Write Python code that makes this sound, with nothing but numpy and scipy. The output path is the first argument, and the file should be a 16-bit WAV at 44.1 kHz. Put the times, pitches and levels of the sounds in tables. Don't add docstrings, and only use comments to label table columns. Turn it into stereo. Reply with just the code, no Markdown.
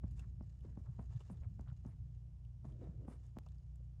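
import sys
import numpy as np
from scipy import signal
from scipy.fft import rfft, irfft
from scipy.io import wavfile

SR = 44100
rng = np.random.default_rng(int(sys.argv[2]) if len(sys.argv) > 2 else 0)


def file_out(sig):
    cols = np.atleast_2d(sig).T
    lim = np.clip(cols, -1, 1)
    pcm = np.round(lim * 32767).astype(np.int16)
    wavfile.write(sys.argv[1], SR, pcm)


N = 176400
T, HZ = np.arange(N) / SR, np.arange(N // 2 + 1) * SR / N

# start in seconds, level in dB, bass gain in dB,
# approximate delay at 1 kHz in milliseconds.
PUSHES = [(0.0359, -43, -18, 1.406), (0.0403, -41, 6.5, 1.138), (0.4086, -40, -1, 1.4),
          (0.7729, -40, 0.5, 1.3), (0.991, -37, 1.5, 1.4), (.9950, -36.5, -1.5, 1.1),
          (1.299, -36, -6.5, 1.505), (1.594, -39, -7, 1.32), (1.8493, -42.5, -12, 1.77),
          (1.855, -49.5, 11.5, 1.68), (2.6458, -42.5, -6, 1.63), (2.651, -41.5, -4.5, 1.466),
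          (3.0795, -42.5, -9.5, 1.195), (3.0826, -36.5, -1, 1.022), (3.3683, -35, -4, 1.33)]
# start and length in seconds, level in dB, treble gain in dB.
SOIL_STROKES = [(0.025, 0.08, -72, -19), (0.093, 0.16, -83.5, 14.5), (0.18, 0.089, -71.5, -4),
                (0.408, 0.068, -79, 8), (0.478, 0.19, -84, 8), (0.606, 0.13, -75, -13),
                (0.78, 0.056, -73, -1), (0.882, 0.17, -72.5, -5), (0.992, 0.091, -66.5, -8),
                (1.093, 0.09, -65, -8), (1.184, 0.061, -71, 6), (1.244, 0.082, -71.5, 8),
                (1.295, 0.12, -66, -9), (1.595, 0.057, -64, -18), (1.849, 0.096, -65.5, -23),
                (2.642, 0.097, -64, -6.5), (2.802, 0.14, -62.5, -13.5), (3.081, 0.1, -60.5, -10),
                (3.184, 0.13, -74.5, 5.5), (3.398, 0.17, -80, -3)]
# frequency in Hz, gain in dB.
SOIL_SPECTRUM = [(100, -2.5), (300, 15), (600, 4.5), (1000, 0), (1600, -8.5), (2300, -14), (3200, -14),
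                 (4500, -19), (7000, -14), (10000, -20.5), (14000, -45)]
CRUMB_SPECTRUM = [(400, -10.5), (1200, -0.5), (1700, 5), (2100, -4.5), (2900, 2.5), (4000, -4.5),
                  (7000, -3), (14000, -33)]
RUMBLE_SPECTRUM = [(20, -35), (40, -7), (60, 1.5), (120, -2.5), (150, -9.5), (190, -17.5), (260, -27),
                   (400, -40.5), (1000, -74.5)]

GRAINS_PER_S, GRAIN_SPREAD_DB = 3500, 2
GRIT_RING_S, GRIT_WIDTH = 0.0021, 1.33


def undb(db):
    return 10 ** (np.asarray(db) / 20)


def unit(x):
    return x / np.sqrt(np.mean(x ** 2))


def curve(points):
    hz, db = np.array(points).T
    return undb(np.interp(np.log(HZ + 1), np.log(hz), db))


def colour(x, gain):
    cepstrum = irfft(np.log(unit(gain)))
    cepstrum[1:N // 2] *= 2
    cepstrum[N // 2 + 1:] = 0
    return irfft(rfft(x) * np.exp(rfft(cepstrum)))


def butterworth(x, order, hz, kind):
    return signal.sosfilt(signal.butter(order, hz, kind, fs=SR, output="sos"), x)


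def stereo(pair, width):
    mid, side = pair
    return np.array([mid + width * side, mid - width * side]) / np.sqrt(1 + width ** 2)


def pan(left_db):
    return undb(np.array([[left_db], [-left_db]]) / 2)


def noise():
    return rng.standard_normal((2, N))


def walk(rate):
    return np.interp(T * rate, np.arange(1024), rng.standard_normal(1024))


def grains(rate, spread_db):
    impacts = noise() * (rng.random(N) < rate / SR)
    size_db = spread_db * np.minimum(rng.exponential(size=N), 5)
    return unit(impacts * undb(size_db))


def stroke(start, length):
    return np.interp((T - start) / length, [0, 0.22, 0.41, 1.1], [0, 1, 1, 0])


def strokes(rows):
    return sum(undb(db) * stroke(at, length) for at, length, db in rows)


def ring(start, decay):
    return (T >= start) * np.exp(-np.clip((T - start) / decay, 0, 50))


def stick_slip(x):
    return unit(x * undb(4.5 * walk(rate=55)))


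def with_treble(x, events, crossover_hz=2480):
    low = butterworth(x, 2, crossover_hz, "low")
    high = butterworth(x, 2, crossover_hz, "high")
    low_envelope = sum(envelope for envelope, _ in events)
    high_envelope = sum(envelope * treble for envelope, treble in events)
    return low * low_envelope - high * high_envelope


def background():
    # harmonic number, rms level in dB.
    harmonics = [(2, -54.5), (3, -62), (4, -59), (5, -65)]
    # frequency in Hz, gain in dB.
    hiss_spectrum = [(100, 7), (700, 1), (1200, -9), (2000, -13.5), (3000, -12), (4200, -17), (5400, -13),
                     (7500, -18.5), (10500, -22), (12500, -37.5)]
    fundamental_hz, fade_db_per_s = 29.844, 1.7
    phase = 2 * np.pi * np.cumsum(fundamental_hz * (1 + 0.0077 * walk(rate=5))) / SR
    hum = 0
    for number, db in harmonics:
        amplitude = np.sqrt(2) * undb(db + 1.66 * walk(rate=6))
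        hum += amplitude * np.sin(number * phase + 2 * np.pi * rng.random())
    rumble = colour(stereo(noise(), width=1.06), curve(RUMBLE_SPECTRUM)) * pan(left_db=1)
    rumble_db = -51.5 + 3 * walk(rate=7.6) - fade_db_per_s * (T - T.mean())
    hiss = colour(stereo(noise(), width=1.57), curve(hiss_spectrum))
    return hum + undb(rumble_db) * rumble + undb(-76.5) * hiss


def scuffs():
    impacts = stereo(grains(GRAINS_PER_S, GRAIN_SPREAD_DB), width=1)
    soil = stick_slip(colour(impacts, curve(SOIL_SPECTRUM)))
    rubs = [(undb(db) * stroke(at, length), undb(treble)) for at, length, db, treble in SOIL_STROKES]
    return with_treble(soil, rubs)


def crumbs(settle_s=0.26):
    t = T[:SR // 100]
    impacts = grains(rate=220, spread_db=3)
    snap = rng.standard_normal((2, len(t))) * np.exp(-t / GRIT_RING_S)
    fall = signal.fftconvolve(impacts, snap, axes=1)[:, :N]
    trickle = unit(colour(stereo(fall, GRIT_WIDTH), curve(CRUMB_SPECTRUM)))
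    stirred = np.minimum(sum(ring(at, settle_s) for at, _, _, _ in SOIL_STROKES), 1)
    return undb(-86.5) * trickle * stirred


def thuds():
    # frequency in Hz, gain in dB.
    earth_spectrum = [(30, -23), (70, -5.5), (220, 2.5), (350, -13), (470, -21), (640, -16.5),
                      (1100, -26.5), (1750, -40.5), (3000, -46.5), (15000, -86.5)]
    bass_hz, knee_hz, tail_s, side_s, left_lag_s = 325, 40.8, 0.024, 0.0023, 0.00013
    bass_shelf = 1 / (1 + (HZ / bass_hz) ** 4)
    dispersion = 2 * np.pi * np.log(1 + HZ / knee_hz)
    earth = curve(earth_spectrum)
    earth /= np.abs(irfft(earth * np.exp(-1j * dispersion))).max()
    spectrum, t = 0, T[:SR // 5]
    tail, burst = np.exp(-t / tail_s), np.exp(-t / side_s)
    for start, db, bass_db, lag in PUSHES:
        scatter = rng.standard_normal((3, len(t)))
        paths = undb(-7.5) * scatter[:2] * tail / np.linalg.norm(tail)
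        early_side = burst * scatter[2]
        paths[1] += undb(-13) * early_side / np.linalg.norm(early_side)
        paths[0, 0] += 1
        phase = 2 * np.pi * HZ * start + lag * dispersion
        spectrum += rfft(paths, N) * undb(db + bass_db * bass_shelf) * np.exp(-1j * phase)
    arrival = np.exp(1j * np.pi * HZ * left_lag_s * np.array([[-1], [1]]))
    return irfft(stereo(spectrum * earth, width=0.78) * arrival) * pan(left_db=-2)


def crunches(spread_s=0.0055, relative_db=-16, cutoff_hz=1600):
    load = sum(undb(db + relative_db) * np.exp(-np.minimum(np.abs(T - at) / spread_s, 50))
               for at, db, _, _ in PUSHES)
    muffled_soil = curve(SOIL_SPECTRUM) / (1 + (HZ / cutoff_hz) ** 2)
    return colour(stereo(noise(), width=1), muffled_soil) * load / 2


def bumps():
    # centre time in seconds, peak level in dB, frequency in Hz, half-width in seconds.
    shoves = [(0.049, -31.5, 85, 0.0093), (.118, -43, 123, .014), (0.898, -37.5, 132, 0.0073),
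              (1.103, -39.5, 95, 0.0075), (1.163, -34.5, 118.5, 0.011), (1.322, -42, 172, 0.01),
              (1.414, -37, 65.6, 0.013), (1.474, -39, 109, 0.012), (1.694, -43, 122, 0.012),
              (1.725, -38.5, 117.4, 0.0063), (2.46, -42.5, 99, 0.01), (2.675, -43, 133.5, 0.016),
              (2.893, -43, 158, 0.0077), (2.993, -40, 111.4, 0.017)]
    return sum(undb(db) * np.exp(-((T - at) / half_width) ** 2) * np.cos(2 * np.pi * hz * (T - at))
               for at, db, hz, half_width in shoves)


def ticks():
    # start in seconds, level in dB, resonance frequency in Hz.
    snaps = [(0.114, -61.5, 9000), (.142, -63, 5000), (0.426, -61, 4930), (.6081, -55.5, 2960),
             (1.162, -56, 3420), (1.268, -63, 3650), (1.372, -60, 3530), (1.609, -52.5, 5700),
             (1.690, -58, 3500), (1.864, -55.5, 5900), (2.45, -55, 2930), (2.722, -58, 3380),
             (2.841, -56, 3580), (3.265, -58, 6340), (3.435, -57.5, 2900), (3.4621, -57.5, 5400),
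             (3.4872, -51.5, 3250), (3.583, -62, 4500), (3.7578, -55.5, 7300)]
    out, t = np.zeros((2, N)), T[:SR // 40]
    for at, db, hz in snaps:
        snap = rng.standard_normal((2, len(t))) * np.exp(-t / GRIT_RING_S)
        resonance = butterworth(snap, 1, [hz / 1.034, hz * 1.12], "band")
        skirt = butterworth(snap, 2, [1200, 10500], "band")
        i = int(at * SR)
        out[:, i:i + len(t)] += undb(db) * (resonance + undb(-22.5) * skirt)
    return stereo(out, GRIT_WIDTH)


def stones():
    # start in seconds, level in dB, treble gain in dB, decay time in seconds.
    knocks = [(0.1937, -50, 13.5, 0.002), (1.205, -43.5, -10, .0045), (3.463, -49, -14, 0.0046)]
    # frequency in Hz, gain in dB.
    stone_spectrum = [(150, -1.5), (550, 17), (1400, 7), (2000, -31.5), (2700, 6.5), (4000, -12.5),
                      (7500, -3.5), (15000, -50)]
    clack = colour(stereo(noise(), width=2), curve(stone_spectrum))
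    blows = [(undb(db) * ring(at, decay), undb(treble)) for at, db, treble, decay in knocks]
    return with_treble(clack, blows) / 2


def scrapes(count=100, decay_cycles=2, spread_db=2):
    # start and length in seconds, level in dB, mid-stroke pitch in Hz, scatter in octaves.
    claw_strokes = [(0.206, 0.057, -76.5, 1280, 0.3), (0.626, .14, -89, 1690, .05),
                    (0.841, .065, -72, 990, .45), (1.406, .06, -70.5, 1096, 0.56),
                    (1.656, .07, -70.5, 1150, .6), (1.883, .06, -86.5, 2030, 0.069),
                    (2.802, 0.08, -64.5, 572, 0.31)]
    out, t = np.zeros((2, N)), T[:SR // 50]
    for at, length, db, hz, scatter in claw_strokes:
        detune, force, mid, side = rng.standard_normal((4, count, 1))
        progress = np.sort(rng.beta(2, 2, size=count))[:, None]
        octaves = scatter * (detune + np.sin(np.pi * progress) - 1)
        pitch = np.minimum(hz * 2 ** octaves, SR / 4)
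        envelopes = np.exp(-pitch * t / decay_cycles) * undb(spread_db * force)
        catches = np.sin(2 * np.pi * pitch * t) * envelopes
        scrape = np.zeros((2, N))
        for k, when in enumerate(at + length * progress[:, 0]):
            i = int(when * SR)
            scrape[:, i:i + len(t)] += np.array([mid[k], side[k]]) * catches[k]
        out += undb(db) * unit(scrape) * np.sqrt(length * SR / N)
    return stereo(out, width=1)


def drags():
    # start in seconds, length in seconds, level in dB.
    slides = [(0.646, 0.013, -53), (0.65, 0.095, -70.5), (2.68, 0.2, -63), (2.794, 0.086, -57),
              (2.858, 0.18, -65.5), (2.964, 0.25, -64), (3.044, 0.018, -59), (3.798, 0.02, -66)]
    # frequency in Hz, gain in dB.
    fur_spectrum = [(80, -25), (200, 7), (330, 3), (470, -4.5), (590, -4), (800, -22.5), (3000, -38),
                    (14000, -64)]
    friction = stereo(grains(GRAINS_PER_S, spread_db=0.67), width=0.6)
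    return colour(friction * strokes(slides), curve(fur_spectrum))


def sizzles():
    # start in seconds, length in seconds, level in dB.
    bursts = [(0.99, 0.097, -83.5), (1.296, 0.059, -75), (1.841, 0.1, -83.5), (2.634, 0.098, -83.5),
              (3.068, 0.11, -74.5)]
    # centre frequency in Hz, bandwidth in Hz, gain in dB.
    resonances = [(8520, 520, 6), (10160, 2000, 1)]
    response = sum(undb(db) / (1 + ((HZ - hz) / (width / 2)) ** 2) for hz, width, db in resonances)
    impacts = stereo(grains(GRAINS_PER_S, GRAIN_SPREAD_DB), width=2)
    return stick_slip(colour(impacts, response)) * strokes(bursts)


def sand():
    impacts = stereo(grains(rate=500, spread_db=GRAIN_SPREAD_DB), width=1)
    return colour(impacts, curve(CRUMB_SPECTRUM)) * undb(-80.5) * stroke(start=1.044, length=0.35)


def buffets(thin_below_hz=290):
    # start in seconds, length in seconds, level in dB.
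    puffs = [(2.728, 0.23, -50), (3.22, 0.11, -50), (3.494, .16, -52)]
    air_spectrum = curve(RUMBLE_SPECTRUM) * HZ / (HZ + thin_below_hz) + 1e-6
    air = colour(rng.standard_normal(N), air_spectrum)
    return np.array([air, -air]) * strokes(puffs)


def click():
    return undb(-42) * ring(start=3.3869, decay=0.001)


def tunnel(x, decay_s=0.0063, reflections_db=-1.5):
    t = T[:SR // 30]
    walls = rng.standard_normal((2, len(t))) * np.exp(-t / decay_s)
    walls *= undb(reflections_db) / np.linalg.norm(walls[0])
    reflected = signal.fftconvolve(x, walls, axes=1)[:, :N]
    return (x + reflected) / np.hypot(1, undb(reflections_db))


def scene():
    body = thuds() + crunches() + bumps() + drags() + scrapes()
    loose_earth = tunnel(scuffs() + sand() + stones() + crumbs())
    return body + loose_earth + ticks() + sizzles() + click() + buffets() + background()


def record(dry, cutoff_hz=15800):
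    # frequency in Hz, gain in dB.
    side_response = [(100, -0.5), (400, -3.5), (1050, 5.5), (1700, -1.5), (2500, 4), (3100, -1), (4400, 5),
                     (6000, -5), (10000, -1.5), (14000, 5)]
    mid = (dry[0] + dry[1]) / 2
    side = irfft(rfft(dry[0] - dry[1]) * curve(side_response)) / 2
    low_pass = signal.ellip(8, 0.2, 70, cutoff_hz, fs=SR, output="sos")
    return signal.sosfilt(low_pass, np.array([mid + side, mid - side]))


dry = scene()
out = record(dry)
file_out(out)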